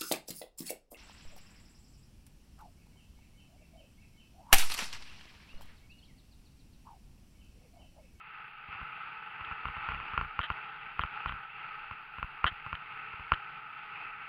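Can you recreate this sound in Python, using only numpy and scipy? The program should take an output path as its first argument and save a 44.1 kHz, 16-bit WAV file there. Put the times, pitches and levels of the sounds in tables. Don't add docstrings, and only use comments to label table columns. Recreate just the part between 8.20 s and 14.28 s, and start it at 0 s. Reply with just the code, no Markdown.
import sys
import numpy as np
from scipy import signal
from scipy.fft import rfft, irfft
from scipy.io import wavfile
from scipy.ndimage import uniform_filter1d

SR = 44100
rng = np.random.default_rng(int(sys.argv[2]) if len(sys.argv) > 2 else 0)


def digitize_waveform(pressure):
    field = np.atleast_2d(pressure).T
    bounded = np.clip(field, -1, 1)
    quanta = np.round(bounded * 32767).astype(np.int16)
    wavfile.write(sys.argv[1], SR, quanta)


def invert_db(level):
    return 10 ** (np.asarray(level, dtype=float) / 20)


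N = 268128
TIME = np.arange(N) / SR
FREQ = np.maximum(np.fft.rfftfreq(N, 1 / SR), 1)

# f/Hz, density/dB per Hz
HISS_COLOUR = [(5000, -36), (5900, -10), (6600, -0.5), (8000, -17.5), (8700, -11), (9500, 1), (12000, 3.5),
               (15600, 0)]
# t/s, length/s
WRITES = [(0.226, 0.098), (0.617, 0.24), (1.04, .09), (1.45, .1), (2.332, 0.074), (2.73, .1), (3.14, .11),
          (3.52, .09), (3.92, .3), (4.44, .09), (4.708, 0.1), (5.054, 0.066), (5.476, .09), (5.8, .1)]
# f/Hz, density/dB per Hz
WRITE_COLOUR = [(8700, -28.5), (9100, -4), (9650, -1), (10300, -6), (11500, -5.5), (12200, -13),
                (14000, -30.5)]
# f/Hz, rms level/dB
CLOCK_TONES = [(15038, -111), (15132, -98), (15225, -98.5), (15319, -109), (15413, -115)]
# t/s, level/dB
WIND = [(0.0, -72), (0.42, -72), (1.12, -83), (1.68, -60.5), (2.15, -64), (2.37, -70.5), (3.96, -72),
        (4.11, -65), (4.79, -76.5), (5.08, -68), (5.42, -76), (6.08, -77)]
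# t/s, first tick level/dB, first gap/ms, length/ms, fade/dB per tick
BUZZ = [(1.248, -31.5, 4, 1, 3), (1.479, -34, 4, 1, 3), (1.7228, -36, 5.7, 5, 2.5), (2.2065, -33, 5, 1, 3),
        (2.214, -23.5, 4.5, 5, 6.5), (2.2309, -24.5, 4.5, 1, 3), (2.2356, -23.5, 3.4, 31, 1.3),
        (2.321, -33.5, 4, 1, 3), (2.811, -25, 5.2, 1, 3), (2.8168, -24.5, 4.9, 12, 3.5),
        (2.861, -36, 4, 1, 3), (3.0768, -33, 5.2, 16, -1.7), (3.1208, -35.5, 3.1, 7, 5.5),
        (4.2605, -30.5, 4, 1, 3), (4.2654, -14, 4, 12.5, 1.5), (4.28, -20, 3.1, 19, 2.5),
        (4.5523, -25, 4, 1, 3), (5.137, -19, 5.4, 7, 7.5)]
# f/Hz, t60/ms, signed share
LATCH_BODY = [(1174, 12, .2), (1440, 3.4, -2.3), (1948, 7, .68), (2700, 12, -.22), (3104, 11, .85),
              (3520, 1.5, -1.2)]
# f/Hz, t60/ms, level/dB
LATCH_TOP = [(3900, 5, -14), (4300, 4, -21), (5500, 4, -45), (9750, 4, -36), (11450, 4, -32)]
# t/s, blow level/dB, contact/ms
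KNOCKS = [(1.4544, -19, 15.9), (1.4853, -24, 15.4), (1.5673, -27, 13.8), (1.6882, -18, 13.2),
          (1.7193, -23, 16.5), (1.7463, -25, 17.6), (1.935, -23, 11.3), (1.9771, -12, 16.1),
          (2.012, -17, 17.3), (2.1912, -13, 12.9), (2.302, -15, 13.3), (2.7932, -13, 13.8),
          (2.8362, -17, 15.2), (3.0593, -17, 15.4), (3.0942, -23, 16.8), (3.1226, -24, 18.3),
          (3.7113, -26, 10.1), (3.9843, -26, 13.3), (4.0281, -18, 17.9), (4.2427, -7, 13.7),
          (4.4638, -25, 8.7), (4.5287, -19, 13.1), (5.1194, -6.2, 14.1)]
# t/s, blow level/dB, air thump level/dB,
# contact/ms
TAPS = [(0.4868, -35.5, -47.5, 13), (0.5277, -36.5, -54, 7.4), (0.5492, -31.5, -51.5, 9.5),
        (0.614, -29.5, -41.5, 16.1), (1.1962, -37, -59, 6.2), (1.2093, -30, -46.5, 12.0),
        (1.2737, -30.5, -55, 13), (1.313, -27, -42.5, 13.6), (1.7747, -37.5, -45, 16),
        (1.8005, -26, -49, 12.0), (1.827, -29.5, -46.5, 4.2), (2.048, -31, -43, 14.6),
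        (2.386, -36, -68.5, 4.9), (3.1525, -34, -50, 13), (4.3156, -41.5, -43.5, 12.4),
        (4.9354, -30.5, -47, 11), (4.9959, -31, -43.5, 13), (5.0664, -36.5, -66, 8.3),
        (5.174, -32.5, -55, 10)]
# f/Hz, t60/ms, signed share
SHELL_STRUCK = [(420, 22, .03), (670, 29, -.06), (1033, 8.3, 1.13), (1250, 5.6, -.94), (1382, 31.5, -.5),
                (2005, 7.3, .91), (2530, 1.6, -6), (2875, 4.6, 2.42), (4260, 8.3, -.06),
                (340, 65, 0.015)]
# f/Hz, gain/dB
MUFFLE = [(10, 2), (4000, -1), (4800, -1), (5600, -28), (7000, -40.5), (22000, -63)]
# t/s, level/dB
GLIDE = [(0.0, -51.5), (0.18, -45.5), (0.36, -51), (0.53, -43.5), (0.9, -45), (1.42, -42), (1.9, -40),
         (2.13, -43.5), (2.38, -42.5), (2.72, -45.5), (3.05, -43), (3.28, -48), (3.45, -44.5), (3.9, -48),
         (4.08, -45), (4.35, -47.5), (4.95, -45), (6.08, -45.5)]
# f/Hz, density/dB per Hz
WALL = [(20, -18), (60, -26.5), (250, -24.5), (560, -31), (700, -23.5), (1050, -17.5), (1800, -14),
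        (2300, -14), (3100, -23), (4000, -39), (4800, -43), (5400, -60), (5850, -70), (8000, -69)]
# f/Hz, width/Hz, boost/dB
SHELL_PASSING = [(142, 83, 14), (442, 53, 9.5), (843, 119, 13.5), (1302, 170, 15.5), (1510, 110, 8),
                 (2644, 365, 8.5), (4480, 200, 3)]


def unit(x):
    return x / np.sqrt(np.mean(x ** 2))


def curve_db(table):
    hz, db = np.array(table).T
    return np.interp(np.log(FREQ), np.log(hz), db, left=-120)


def walk(rate_hz):
    k = int(SR / rate_hz)
    held = np.repeat(rng.standard_normal(N // k + 1), k)
    return unit(uniform_filter1d(uniform_filter1d(held, k), k)[:N])


def coloured_noise(table):
    return unit(irfft(rfft(rng.standard_normal(N)) * invert_db(curve_db(table)), N))


def lobe(ms):
    return np.hanning(max(int(ms * SR / 1000), 3))


def muffled(x):
    return irfft(rfft(x) * invert_db(curve_db(MUFFLE)), N)


def ring(modes, soft, rise_ms):
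    t = TIME[:3000]
    out = sum(g * np.sin(2 * np.pi * hz * t) * 1e-3 ** (1000 * t / t60) for hz, t60, g in modes)
    out = out * (1 - np.exp(-1000 * t / rise_ms)) ** 2
    for _ in range(2):
        out = signal.lfilter([1 - soft], [1, -soft], out)
    return out


def add(track, s, sound):
    i = int(s * SR)
    track[i:i + len(sound)] += sound[:N - i]


def electronics(heard):
    idle_db, per_bass_db, ceiling_db = -90, -34.5, -82.5
    write_db, drift_hz = -93, 5
    bass_band = signal.butter(2, [40, 250], "band", fs=SR, output="sos")
    bass = uniform_filter1d(np.abs(signal.sosfilt(bass_band, heard[0])), size=300)
    swing = invert_db(ceiling_db) * np.tanh((bass * invert_db(per_bass_db - ceiling_db)) ** 2)
    flicker_db = 0.6 * walk(37) + 1.5 * walk(200)
    hiss = coloured_noise(HISS_COLOUR) * np.hypot(invert_db(idle_db), swing) * invert_db(flicker_db)
    gate = sum(1. * (TIME > s) * (TIME < s + length) for s, length in WRITES)
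    writes = invert_db(write_db) * uniform_filter1d(gate, size=400) * coloured_noise(WRITE_COLOUR)
    drift = np.cumsum(drift_hz * walk(12)) / SR
    whine = sum(np.sqrt(2) * invert_db(db) * np.sin(2 * np.pi * (hz * TIME + drift)) for hz, db in CLOCK_TONES)
    return hiss + writes + whine


def wind():
    gust_band = signal.butter(3, [12, 36], "band", fs=SR, output="sos")
    gusts = signal.sosfilt(gust_band, rng.standard_normal(N))
    return unit(gusts) * invert_db(np.interp(TIME, *np.transpose(WIND)) + 4.0)


def latch(shrink=.978):
    body, top = np.zeros((2, N))
    scatter = rng.standard_normal((len(BUZZ), 16, len(LATCH_BODY) + 2))
    for (start, db, gap_ms, length_ms, fade_db), chance in zip(BUZZ, scatter):
        s = start
        for k, c in enumerate(chance):
            size = invert_db(db - k * fade_db + .8 * c[-1])
            body_modes = [(hz * (1 + .01 * u), t60, share * invert_db(.6 * u))
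                          for (hz, t60, share), u in zip(LATCH_BODY, c)]
            top_modes = [(hz * (1 + .015 * u), t60, invert_db(mode_db + u))
                         for (hz, t60, mode_db), u in zip(LATCH_TOP, c)]
            add(body, s, size * ring(body_modes, soft=.47, rise_ms=.22))
            add(top, s, size * ring(top_modes, soft=0, rise_ms=.45))
            s += gap_ms * shrink ** k * (1 + .02 * c[-2]) / 1000
            if s > start + length_ms / 1000:
                break
    return muffled(body) + top


def knocks():
    thump_db, thump_slope, long_contact_db_per_ms = -24.5, 0.67, .25
    release_db, lead_ms = -16, 2.0
    jolt_db, jolt_ms = -2.0, 4.46
    squeeze_db, spring_db, spring_ms, sway_db = -1.0, 0.0, 7.4, -49
    hard = [(s, db, thump_db + thump_slope * db + long_contact_db_per_ms * (ms - 14), ms)
            for s, db, ms in KNOCKS]
    pushes, air, parting = np.zeros((3, N))
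    scatter = rng.standard_normal((len(KNOCKS) + len(TAPS), 4))
    for (s, blow_db, air_db, contact_ms), chance in zip(hard + TAPS, scatter):
        add(pushes, s, invert_db([blow_db]))
        for k in range(3):
            tap_ms = contact_ms - lead_ms + 2.5 * k + 0.49 * chance[k]
            add(pushes, s + tap_ms / 1000, invert_db([blow_db + release_db - 4.1 * k]))
        add(air, s + (1 - jolt_ms / 2) / 1000, -invert_db(air_db + jolt_db) * lobe(jolt_ms))
        add(air, s + .0015, invert_db(air_db + squeeze_db) * lobe(contact_ms - 2.5) ** 0.49)
        spring_s = s + (contact_ms - spring_ms / 2) / 1000
        add(parting, spring_s, -invert_db(air_db + spring_db) * lobe(spring_ms))
    shell = signal.fftconvolve(pushes, ring(SHELL_STRUCK, soft=.748, rise_ms=.097))[:N]
    sway = signal.fftconvolve(parting, ring([(128, 29, -1.2)], soft=0.56, rise_ms=1))[:N]
    return muffled(shell) + air + parting + invert_db(sway_db) * sway


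def skis(swell_db=1.0, flicker_db=1.0):
    usual_db = -47
    rumble_db, body_db, edge_db = -20.5, -1.5, -4.5
    rumble_slope, edge_slope = 0.65, 0.77
    extra_db = np.interp(TIME, *np.transpose(GLIDE)) - usual_db
    cracks = rng.standard_normal(N) * invert_db(1.1 * walk(400))
    gain = invert_db(curve_db(WALL))
    for hz, width, db in SHELL_PASSING:
        resonance = 1 / (1 + (2 * (FREQ - hz) / width) ** 2) ** 2
        gain = gain * np.sqrt(1 + (invert_db(2 * db) - 1) * resonance)
    heard = rfft(cracks) * gain
    swell = walk(11)
    layers = np.zeros((3, N))
    for octave in np.arange(4, 13.5, 1 / 3):
        window = np.clip(1 - 3 * np.abs(np.log2(FREQ) - octave), 0, 1)
        layer = int(octave > 8.2) + int(octave > 10.8)
        layers[layer] += irfft(heard * window, N) * invert_db(swell_db * swell + flicker_db * walk(14))
    rumble = unit(layers[0]) * invert_db(rumble_db + rumble_slope * extra_db)
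    body = unit(layers[1]) * invert_db(body_db + extra_db)
    edge = unit(layers[2]) * invert_db(edge_db + edge_slope * extra_db)
    return invert_db(usual_db) * (rumble + body + edge)


def scene():
    return (wind() + latch() + knocks() + skis())[None]


def band_limit(x):
    return signal.sosfilt(signal.butter(12, 15720, fs=SR, output="sos"), x)


def record(dry):
    heard = signal.sosfilt(signal.butter(2, 22, "high", fs=SR, output="sos"), dry)
    mix = heard + electronics(heard)
    return band_limit(mix)


dry = scene()
out = record(dry)
digitize_waveform(out)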